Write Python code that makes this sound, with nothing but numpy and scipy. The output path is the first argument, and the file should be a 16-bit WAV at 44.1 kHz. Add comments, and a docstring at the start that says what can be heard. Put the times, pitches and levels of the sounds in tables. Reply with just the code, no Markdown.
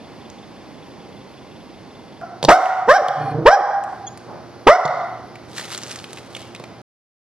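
"""A bare kitchen in two shots, a small dog close to the camera's microphone.
First come room hiss, motor whine, a faint chirr and one claw click; a cut opens on the echo of an earlier bark.
Claws click and the dog barks twice, growls with a whistling breath, barks, squeaks, snorts, barks and squeaks again.
It trots off on clicking claws before the camera stops. Voices are overtones through a throat, claws are noise cracks.
The barks overload the camera, whose gain control ducks and then lifts the echo."""
import sys
import numpy as np
from scipy import signal
from scipy.fft import rfft, irfft, next_fast_len
from scipy.io import wavfile
from scipy.ndimage import map_coordinates

SR = 44100
rng = np.random.default_rng(int(sys.argv[2]) if len(sys.argv) > 2 else 0)


def generate_wav(sig):
    """Save sig (samples, or channels by samples) to the path in sys.argv[1] as 16-bit PCM at SR."""
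    pcm = np.round(np.clip(np.atleast_2d(sig).T, -1, 1) * 32767).astype(np.int16)
    wavfile.write(sys.argv[1], SR, pcm)


N = 326271
T = np.arange(N) / SR
CUT, STOP = 2.214, 6.817  # the second shot begins, the camera stops (s)


# Barks close to the microphone; the first falls before the cut, so only its echo is heard.
# Each row: start in seconds, climb and fall in seconds, first, top and last pitch in Hz, slow start and
# slow finish as exponents, attack in seconds, level in dB, slack in dB, its place as share of the climb,
# loss in dB over the fall, tilt in dB per octave, rasp in seconds, rasp roughness 0-1, mouth in Hz, mouth in dB.
BARK_CALLS = [(1.82, 0.07, 0.015, 560, 721.5, 700, 1.08, 2.74, 0.042, 4, -4.5, 0.57, -36, -5, 0.066, 0.37, 1360, 4.5),
              (2.479, .084, 0.025, 253.3, 759.8, 692, 1.71, 3.8, 0.014, 6, 1.5, 0.46, -32.5, 1.2, 0.043, 0.24, 767, 8.5),
              (2.873, 0.089, 0.063, 387.3, 819, 442, 1.01, 1.08, 0.031, 4, -5.5, 0.65, -16, -0.5, 0.019, 0.3, 1748, 10),
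              (3.451, .094, .07, 313, 828, 264.7, .86, 1.6, .021, 6, -7.5, 0.53, -31.5, -2, 0.018, .12, 1760, 8),
              (4.6651, 0.094, 0.017, 292, 741, 715, 0.82, 1.9, 0.011, 4.5, -6, 0.87, -42, -1.5, .016, .2, 2024, 9)]
# The growl between the barks. Each row: time in seconds, pitch in Hz, level in dB.
GROWL_PATH = [(3.155, 150.8, -41), (3.201, 149.8, -27), (3.279, 142.1, -31.5), (3.391, 158.9, -22),
              (3.454, 175.3, -24)]
GROWL_TILT_DB, GROWL_ROUGH = -1.5, 0.19  # tilt per octave at a level of 0 dB; roughness 0-1
GROWL_MOUTH = 463, 8  # Hz, dB
# Floor and cupboard doors answer first. Each row: delay in seconds, level in dB against the direct sound.
FIRST_REFLECTIONS = [(.0032, -13), (.0085, -12), (.015, -9), (.024, -20)]


def dog():
    """Throat sounds reach the microphone direct and by echo; breath noises come without echo."""
    out = np.zeros((2, N + 3 * SR))
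    for *call, mouth_hz, mouth_db in BARK_CALLS:
        add(out, call[0], voice(bark(*call), mouth_hz, mouth_db), wet_db=-12, near=FIRST_REFLECTIONS)
    growl = [(s, hz, db, GROWL_TILT_DB + DULLER * db, GROWL_ROUGH) for s, hz, db in GROWL_PATH]
    add(out, GROWL_PATH[0][0], voice(growl, *GROWL_MOUTH), wet_db=-5.5, near=FIRST_REFLECTIONS)
    squeaks(out)
    return out[:, :N] * (T > CUT) + snort() + gasp()


ONSET_DB, SLACK_WIDTH = -37.5, 0.096  # level at the start; width of the slack as share of the climb
DULLER = 0.56  # tilt lost (dB per octave) for each dB under full level
SAG_DB, DARKEN_DB = -4.5, -1.5  # level and tilt (per octave) lost over the climb
SMOOTH, SPENT = .025, .15  # roughness 0-1 in the climb, and added by the end of the fall


def bark(s, climb, fall, first_hz, top_hz, last_hz, slow_start, slow_finish, attack, db,
         slack_db, slack_at, loss_db, tilt_db, rasp, rasp_rough):
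    """Rows for the voice: a raspy start, a climb in pitch that slackens in strength midway, a fading fall."""
    t = np.arange(0, climb + fall, .001)
    up = np.minimum(t / climb, 1)
    down = np.maximum(t - climb, 0) / fall
    climbed = 1 - (1 - up ** slow_start) ** slow_finish
    hz = first_hz + (top_hz - first_hz) * climbed + (last_hz - top_hz) * down
    effort_db = ONSET_DB * np.maximum(1 - t / attack, 0) ** 2.38 + loss_db * down
    slack = np.exp(-((up - slack_at) / SLACK_WIDTH) ** 2)
    level_db = db + effort_db + slack_db * slack + SAG_DB * up
    tilt = tilt_db + DULLER * effort_db + DARKEN_DB * up
    rough = SMOOTH + rasp_rough / (1 + (t / rasp) ** 8) + SPENT * down
    return np.transpose([s + t, hz, level_db, tilt, rough])


# Colour of the dog's throat before the mouth adds its peak. Each row: frequency in Hz, level in dB.
THROAT_COLOUR = [(130, -11), (300, -0.5), (700, 6), (1200, 3), (2000, -6), (2500, -22.5), (3200, -19),
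                 (4100, -20), (9000, -28.5), (14000, -29.5)]
SKEW = 0.63  # phase of the overtones (rad): how lopsided each cycle is
YAP_HZ, YAP_OCTAVES, YAP_DB = 5400, .12, -18.5  # a high ring that grows with the pitch; dB at 750 Hz
THROB_RATE, THROB_CREST, THROB_DEPTH = 28.5, 3.39, .7  # the growl throbs: per s, a crest at s, depth 0-1


def bump(f, centre, octaves):
    """Bell curve around a frequency on a log axis."""
    return np.exp(-(np.log2((f + 1) / centre) / octaves) ** 2)


def voice(rows, mouth_hz, mouth_db):
    """Vocal folds sound overtones through the throat; when rough, pitch and size tremble and breath hisses."""
    s, *cols = np.transpose(rows)
    t = np.arange(s[0], s[-1], 1 / SR)
    hz, db, tilt_db, rough = (np.interp(t, s, c) for c in cols)
    rough = np.clip(rough, 0, 1)

    def tract_db(f):
        return along(THROAT_COLOUR, f) + mouth_db * bump(f, mouth_hz, 0.097)

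    trembling_hz = hz * (1 + .2 * rough * wobble(160, size=len(t)))
    phase = 2 * np.pi * np.cumsum(trembling_hz) / SR
    k = np.arange(1, 25)[:, None]  # overtone numbers
    yap = (hz / 750) ** 2.5 * amp(YAP_DB) * bump(k * hz, YAP_HZ, YAP_OCTAVES)
    size = amp(tilt_db * np.log2(k) + tract_db(k * hz)) + yap
    # the higher the overtone, the less steady
    flutter = (.015 + .3 * rough) * k * [wobble(150, size=len(t)) for _ in k]
    tone = np.sum(size * np.cos(k * phase + SKEW + flutter), axis=0)
    tone /= np.sqrt(np.sum(size ** 2, axis=0) / 2)
    if hz.max() < 200:  # a growl throbs slowly
        tone *= 1 + THROB_DEPTH * np.cos(2 * np.pi * THROB_RATE * (t - THROB_CREST))
    else:  # in a rough bark strong and weak cycles alternate
        tone *= 1 + 0.88 * rough * np.cos(phase / 2)
    hiss = rng.standard_normal(len(t))
    breath = unit(filtered(hiss, lambda f: amp(tract_db(f) - 11.0 * np.log2(1 + f / 500)) * (f > 200)))
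    return amp(db + 6 * rough * wobble(60, size=len(t))) * (tone + .8 * rough * breath)


# Noise at the dog's nose. Each row: frequency in Hz, relative level in dB per Hz.
NOSE_COLOUR = [(60, -30.5), (130, -11), (300, -13.5), (800, -12), (1500, -24.5), (2600, -45), (5000, -88.5)]


def snort():
    """A burst of noise with the colour of the nose, its level trembling."""
    puff = gate(4.284, -35.5, (.02, 0.081, .35))
    return puff * amp(1.7 * wobble(130)) * rush(NOSE_COLOUR)


# Whistling resonances of the breath. Each row: frequency in Hz, width in Hz, level in dB.
NOSTRIL_RINGS = [(2413, 72, 5.5), (4300, 280, 0.5), (9500, 1200, -4.5)]


def gasp():
    """Breath whistles under the growl: noise through narrow resonances."""
    return gate(3.22, -46, (.15, .1, .04)) * narrow(NOSTRIL_RINGS)


# Two thin squeaks. Each row: start in seconds, length in seconds, level in dB.
SQUEAK_TIMES = [(4.065, 0.024, -35), (4.854, 0.0099, -31.5)]
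# Partials of a squeak. Each row: frequency at its start in Hz, level in dB.
SQUEAK_PARTIALS = [(3340, 0), (6680, 6), (9350, -14)]


def squeaks(out):
    """Sine partials rise slightly in pitch under a half-sine swell."""
    for s, length, db in SQUEAK_TIMES:
        t = np.arange(0, length, 1 / SR)
        rising = t + .08 * t * t
        tone = sum(amp(level) * np.sin(2 * np.pi * hz * rising) for hz, level in SQUEAK_PARTIALS)
        add(out, s, amp(db) * np.sin(np.pi * t / length) * tone, wet_db=-17.5)


# Claws on the kitchen boards. Each row: time in seconds, peak of the crack in dB, click pitch in Hz.
CLAW_CLICKS = [(0.3, -31.5, 6300), (2.4283, -10.5, 4100), (2.4397, -16, 6770), (2.4495, -2.5, 4250),
               (2.657, -14.5, 2400), (3.0836, -10, 3500), (3.8383, -24.5, 8200), (4.1745, -29, 8600),
               (4.853, -13, 4220), (4.878, -20, 3960), (5.356, -29, 2280), (5.58, -18, 1800),
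               (5.5942, -23, 1820), (5.611, -30, 1500), (5.679, -27, 3020), (5.747, -17, 3560),
               (5.777, -16, 7000), (5.834, -18.5, 5870), (5.91, -24, 6680), (5.959, -22.5, 6440),
               (5.989, -26.5, 3940), (6.0415, -22, 3070), (6.131, -21, 8800), (6.173, -24, 2550),
               (6.184, -23.5, 2360), (6.3495, -19.5, 2950), (6.366, -21, 2600), (6.549, -23.5, 2420),
               (6.561, -28, 3450), (6.598, -28, 1000), (6.639, -26.5, 2280)]
# Colour of a claw's crack and of the scuffs. Each row: frequency in Hz, relative level in dB per Hz.
CLAW_COLOUR = [(500, -40), (1200, -2.5), (2500, -5.5), (4000, -3.5), (7000, -9), (10000, -10.5),
               (12500, -15), (14500, -54.5)]
# Resonances of the floor boards. Each row: frequency in Hz, width in Hz, level in dB.
BOARD_MODES = [(148, 20, -13.5), (508, 100, -4.5), (950, 190, -1)]
# A pad lands on the board. Each row: time in seconds, peak in dB.
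PAD_THUMPS = [(2.4281, -13), (2.4403, -8), (2.4492, -6.5), (3.0838, -15.5), (4.851, -3), (5.356, -37),
              (5.5942, -26), (6.5994, -23.5), (6.638, -27.5)]
# Pads and fur brush the boards. Each row: crest in seconds, level in dB.
SCUFF_TIMES = [(5.588, -32.5), (5.73, -36.5), (5.92, -38.5), (6.14, -47), (6.37, -41.5)]
SCUFF_SHAPE = 0.19, 0.0033, 0.38  # attack, hold, release (s)
PATTER_START, PATTER_END, PATTER_DB = 5.5, 6.0, -25  # ticks scattered in the trot: s, s, highest peak
CRACK_T60 = .022  # s
KNOCK_DB = -16  # the board under a claw, against the click


def paws():
    """Each claw cracks around its own pitch and knocks the board; the pads thump it and scuff in grains."""
    out, t = np.zeros((2, N + 3 * SR)), np.arange(SR // 16) / SR
    dry = np.zeros(N + SR)
    knock = filtered(t * np.exp(-t / 0.00067), modes(BOARD_MODES))
    knock = knock / abs(knock).max()
    patter = [(PATTER_START + (PATTER_END - PATTER_START) * a, PATTER_DB - 5 * b, 2300 * 4 ** c)
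              for a, b, c in rng.random(size=(9, 3))]
    for s, db, hz in CLAW_CLICKS + patter:
        def click_colour(f):
            ring = modes([(hz, .55 * hz, 0)])(f) ** 2
            return .95 * amp(along(CLAW_COLOUR, f)) + np.sqrt(4000 / hz) * ring

        crack = rng.standard_normal(len(t)) * amp(-60 * t / CRACK_T60)
        crack = filtered(crack, click_colour)
        dry[round(s * SR):][:len(t)] += amp(db) * (crack / abs(crack).max() + amp(KNOCK_DB) * knock)
    for s, db in PAD_THUMPS:
        dry[round(s * SR):][:len(t)] += amp(db) * knock
    add(out, 0, dry[:N], wet_db=-10.5)
    brushing = sum(gate(s, db, SCUFF_SHAPE) for s, db in SCUFF_TIMES)
    grains = amp(2.2 * wobble(55) + 3.5 * wobble(500))
    return out[:, :N] + brushing * unit(grains * rush(CLAW_COLOUR))


# Hiss of the room, one list for each shot. Each row: frequency in Hz, relative level in dB per Hz.
ROOM_HISS = ([(20, -29), (70, -5), (130, -1.5), (260, 1.5), (560, -5), (1100, -10), (1250, -16),
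             (2700, -19), (3400, -22), (5000, -23), (6300, -29), (7300, -36), (11500, -34.5), (13600, -91)],
             [(20, -39.5), (87, -6.5), (190, -4), (355, -6), (717, -8.5), (1010, -13.5), (1200, -14),
             (2700, -26.5), (5000, -26), (6300, -31.5), (7300, -43.5), (11500, -37.5), (13600, -89.5)])
# Camera motor, right at the microphone. Each row: frequency in Hz, level in dB.
MOTOR_WHINE = [(802, -57.5), (2073, -67), (4495, -66), (4920, -72), (5200, -70), (10395, -68)]
# Fridge, heard in the second shot. Each row: frequency in Hz, level in dB.
FRIDGE_HUM = [(119, -51.5), (350, -52)]


def air():
    """Shaped noise for the hiss of each shot, wavering sines for the camera's motor and the fridge."""
    second = T > CUT
    first_hiss, second_hiss = (amp(-41) * rush(spectrum) for spectrum in ROOM_HISS)
    hiss = np.where(second, second_hiss, first_hiss)
    whine = sum(line(hz, db) for hz, db in MOTOR_WHINE)
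    hum = sum(line(hz, db) for hz, db in FRIDGE_HUM)
    return hiss * amp(0.47 * wobble(0.68)) + whine + ~second * chirr() + second * hum


def line(hz, db):
    """A sine whose level and phase waver."""
    return np.sqrt(2) * amp(db + 1.6 * wobble(16)) * np.sin(2 * np.pi * hz * T + 0.27 * wobble(6))


# A faint chirr behind the first shot. Each row: frequency in Hz, width in Hz, level in dB.
CHIRR_RINGS = [(2520, 110, 8), (3450, 360, 12)]


def chirr():
    """Short uneven puffs of narrow noise, 23 a second, in groups about five times a second."""
    puffs = np.cos(np.pi * 23 * T + .4 * wobble(5)) ** 4
    groups = 1 + .5 * np.cos(2 * np.pi * 5.25 * (T - .8))
    uneven = amp(1.5 * wobble(20))
    return amp(-59.5) * unit(puffs * groups * uneven * narrow(CHIRR_RINGS))


# Decay of the bare kitchen. Each row: frequency in Hz, time to fall 60 dB in seconds.
KITCHEN_T60 = [(100, 0.2), (400, 0.37), (750, 0.84), (2000, 0.83), (4000, 0.63), (10000, 0.57)]
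# Colour the walls give the echo. Each row: frequency in Hz, level in dB.
WALL_COLOUR = [(150, 2.5), (620, -2), (740, 2.5), (900, -1), (1400, -1.5), (1700, -8.5), (1960, -2.5),
               (2500, -3.5), (6000, -3), (10000, -7.5)]


def echo(x):
    """A fresh noise tail of the kitchen; each frequency dies at its own speed."""
    hz, t, z = signal.stft(rng.standard_normal((2, 3 * SR // 2)), SR, nperseg=256)
    rise = 1 - np.exp(-t / 0.034)  # reflections gather after the direct sound
    decay = amp(-60 * t / along(KITCHEN_T60, hz)[:, None])
    tail = signal.istft(z * rise * decay, SR, nperseg=256)[1]
    tail = filtered(tail, lambda f: amp(along(WALL_COLOUR, f)))
    tail = pair(tail, [(300, 0.9), (1400, 1.0), (4000, .7)])
    return signal.fftconvolve(x[None], tail / np.linalg.norm(tail[0]), axes=1)


def add(out, s, x, wet_db, near=()):
    """Place a sound, its first reflections and its echo at time s."""
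    start, wet = round(s * SR), amp(wet_db) * echo(x)
    for delay, db in [(0, 0), *near]:
        out[:, start + round(delay * SR):][:, :len(x)] += amp(db) * x
    out[:, start:start + wet.shape[1]] += wet


# Spread of noise across the two microphone ports. Each row: frequency in Hz, left-right likeness.
PORT_LIKENESS = [(60, 0.21), (180, .7), (500, .8), (1400, 0.85), (3400, 1), (6200, .55), (12000, 0.78)]


def rush(spectrum):
    """Stereo noise of rms 1 with the given spectrum."""
    noise = filtered(rng.standard_normal((2, N)), lambda hz: amp(along(spectrum, hz)))
    return unit(pair(noise, PORT_LIKENESS))


def pair(x, alike):
    """Two unrelated signals mixed into a left and right of given likeness."""
    def mid_and_side(hz):
        turn = np.arccos(np.clip(along(alike, hz), -1, 1)) / 2
        return np.array([np.cos(turn), np.sin(turn)])

    mid, side = filtered(x, mid_and_side)
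    return np.array([mid + side, mid - side])


def narrow(table):
    """Noise of rms 1 through steep resonances."""
    return unit(filtered(rng.standard_normal(N), lambda f: modes(table)(f) ** 2))


def modes(table):
    """Causal response of (Hz, width, dB) resonances with alternating sign."""
    return lambda f: sum((-1) ** k * amp(db) * 1j * f * w / (c * c - f * f + 1j * f * w)
                         for k, (c, w, db) in enumerate(table))


def filtered(x, response):
    """x times a complex response of frequency."""
    m = next_fast_len(x.shape[-1] + 8192)
    return irfft(rfft(x, m) * response(np.fft.rfftfreq(m, 1 / SR)), m)[..., :x.shape[-1]]


def gate(s, db, shape):
    """Gain that climbs 40 dB to its level at s, holds and drops 40 dB again."""
    attack, hold, release = shape
    corners = s + np.cumsum([-attack, attack, hold, release])
    return amp(db + np.interp(T, corners, [-40, 0, 0, -40], left=-120, right=-120))


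def wobble(rate, size=N):
    """A smooth random curve, rate knots a second."""
    knots = rng.standard_normal(int(size * rate / SR) + 4)
    return map_coordinates(knots, [np.arange(size) * rate / SR])


def along(points, hz):
    """(Hz, value) points read on a log axis."""
    f, v = np.transpose(points)
    return np.interp(np.log(hz + 1), np.log(f + 1), v)


def amp(db):
    """Decibels to amplitude."""
    return 10 ** (np.asarray(db) / 20)


def unit(x):
    """Scale to rms 1."""
    return x / np.sqrt(np.mean(x ** 2) + 1e-20)


def lagged(x, seconds):
    """One-pole smoothing."""
    pole = np.exp(-1 / (seconds * SR))
    return signal.lfilter([1 - pole], [1, -pole], x)


def scene():
    """The dog, its paws and the background together."""
    return dog() + paws() + air()


# Unequal colour of the microphone ports. Each row: frequency in Hz, left minus right in dB.
PORT_COLOUR = [(150, -3.5), (400, -2.4), (1400, -0.5), (4500, -0.5), (6200, -2), (8000, 0.5)]
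LEFT_DELAY = 4.3e-5  # s
TOP_HZ = 14000  # the camera's treble limit


def record(dry):
    """Ports of unequal colour, the left late; gain control too slow for the first blast, which clips."""
    def ports(hz):
        colour = amp(along(PORT_COLOUR, hz) * np.array([[.5], [-.5]]))
        return colour * np.exp(-2j * np.pi * hz * np.array([[LEFT_DELAY], [0]]))

    def passband(hz):
        return 1j * hz / (25 + 1j * hz) / (1 + (hz / TOP_HZ) ** 40)

    x = filtered(dry, ports)
    level_db = 10 * np.log10(lagged(np.mean(x ** 2, axis=0), 0.0077) + 1e-12)
    need_db = 0.55 * np.maximum(level_db + 21.5, 0)
    release = 55 * T  # the gain returns at a steady number of dB a second
    duck_db = lagged(np.maximum.accumulate(need_db + release) - release, 0.031)
    x = x * amp(-duck_db)
    x = x / (1 + abs(x / 1.03) ** 6) ** (1 / 6)  # overload rounds the peaks
    return np.clip(filtered(x, passband), -1, 1) * (T < STOP)


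dry = scene()
out = record(dry)
generate_wav(out)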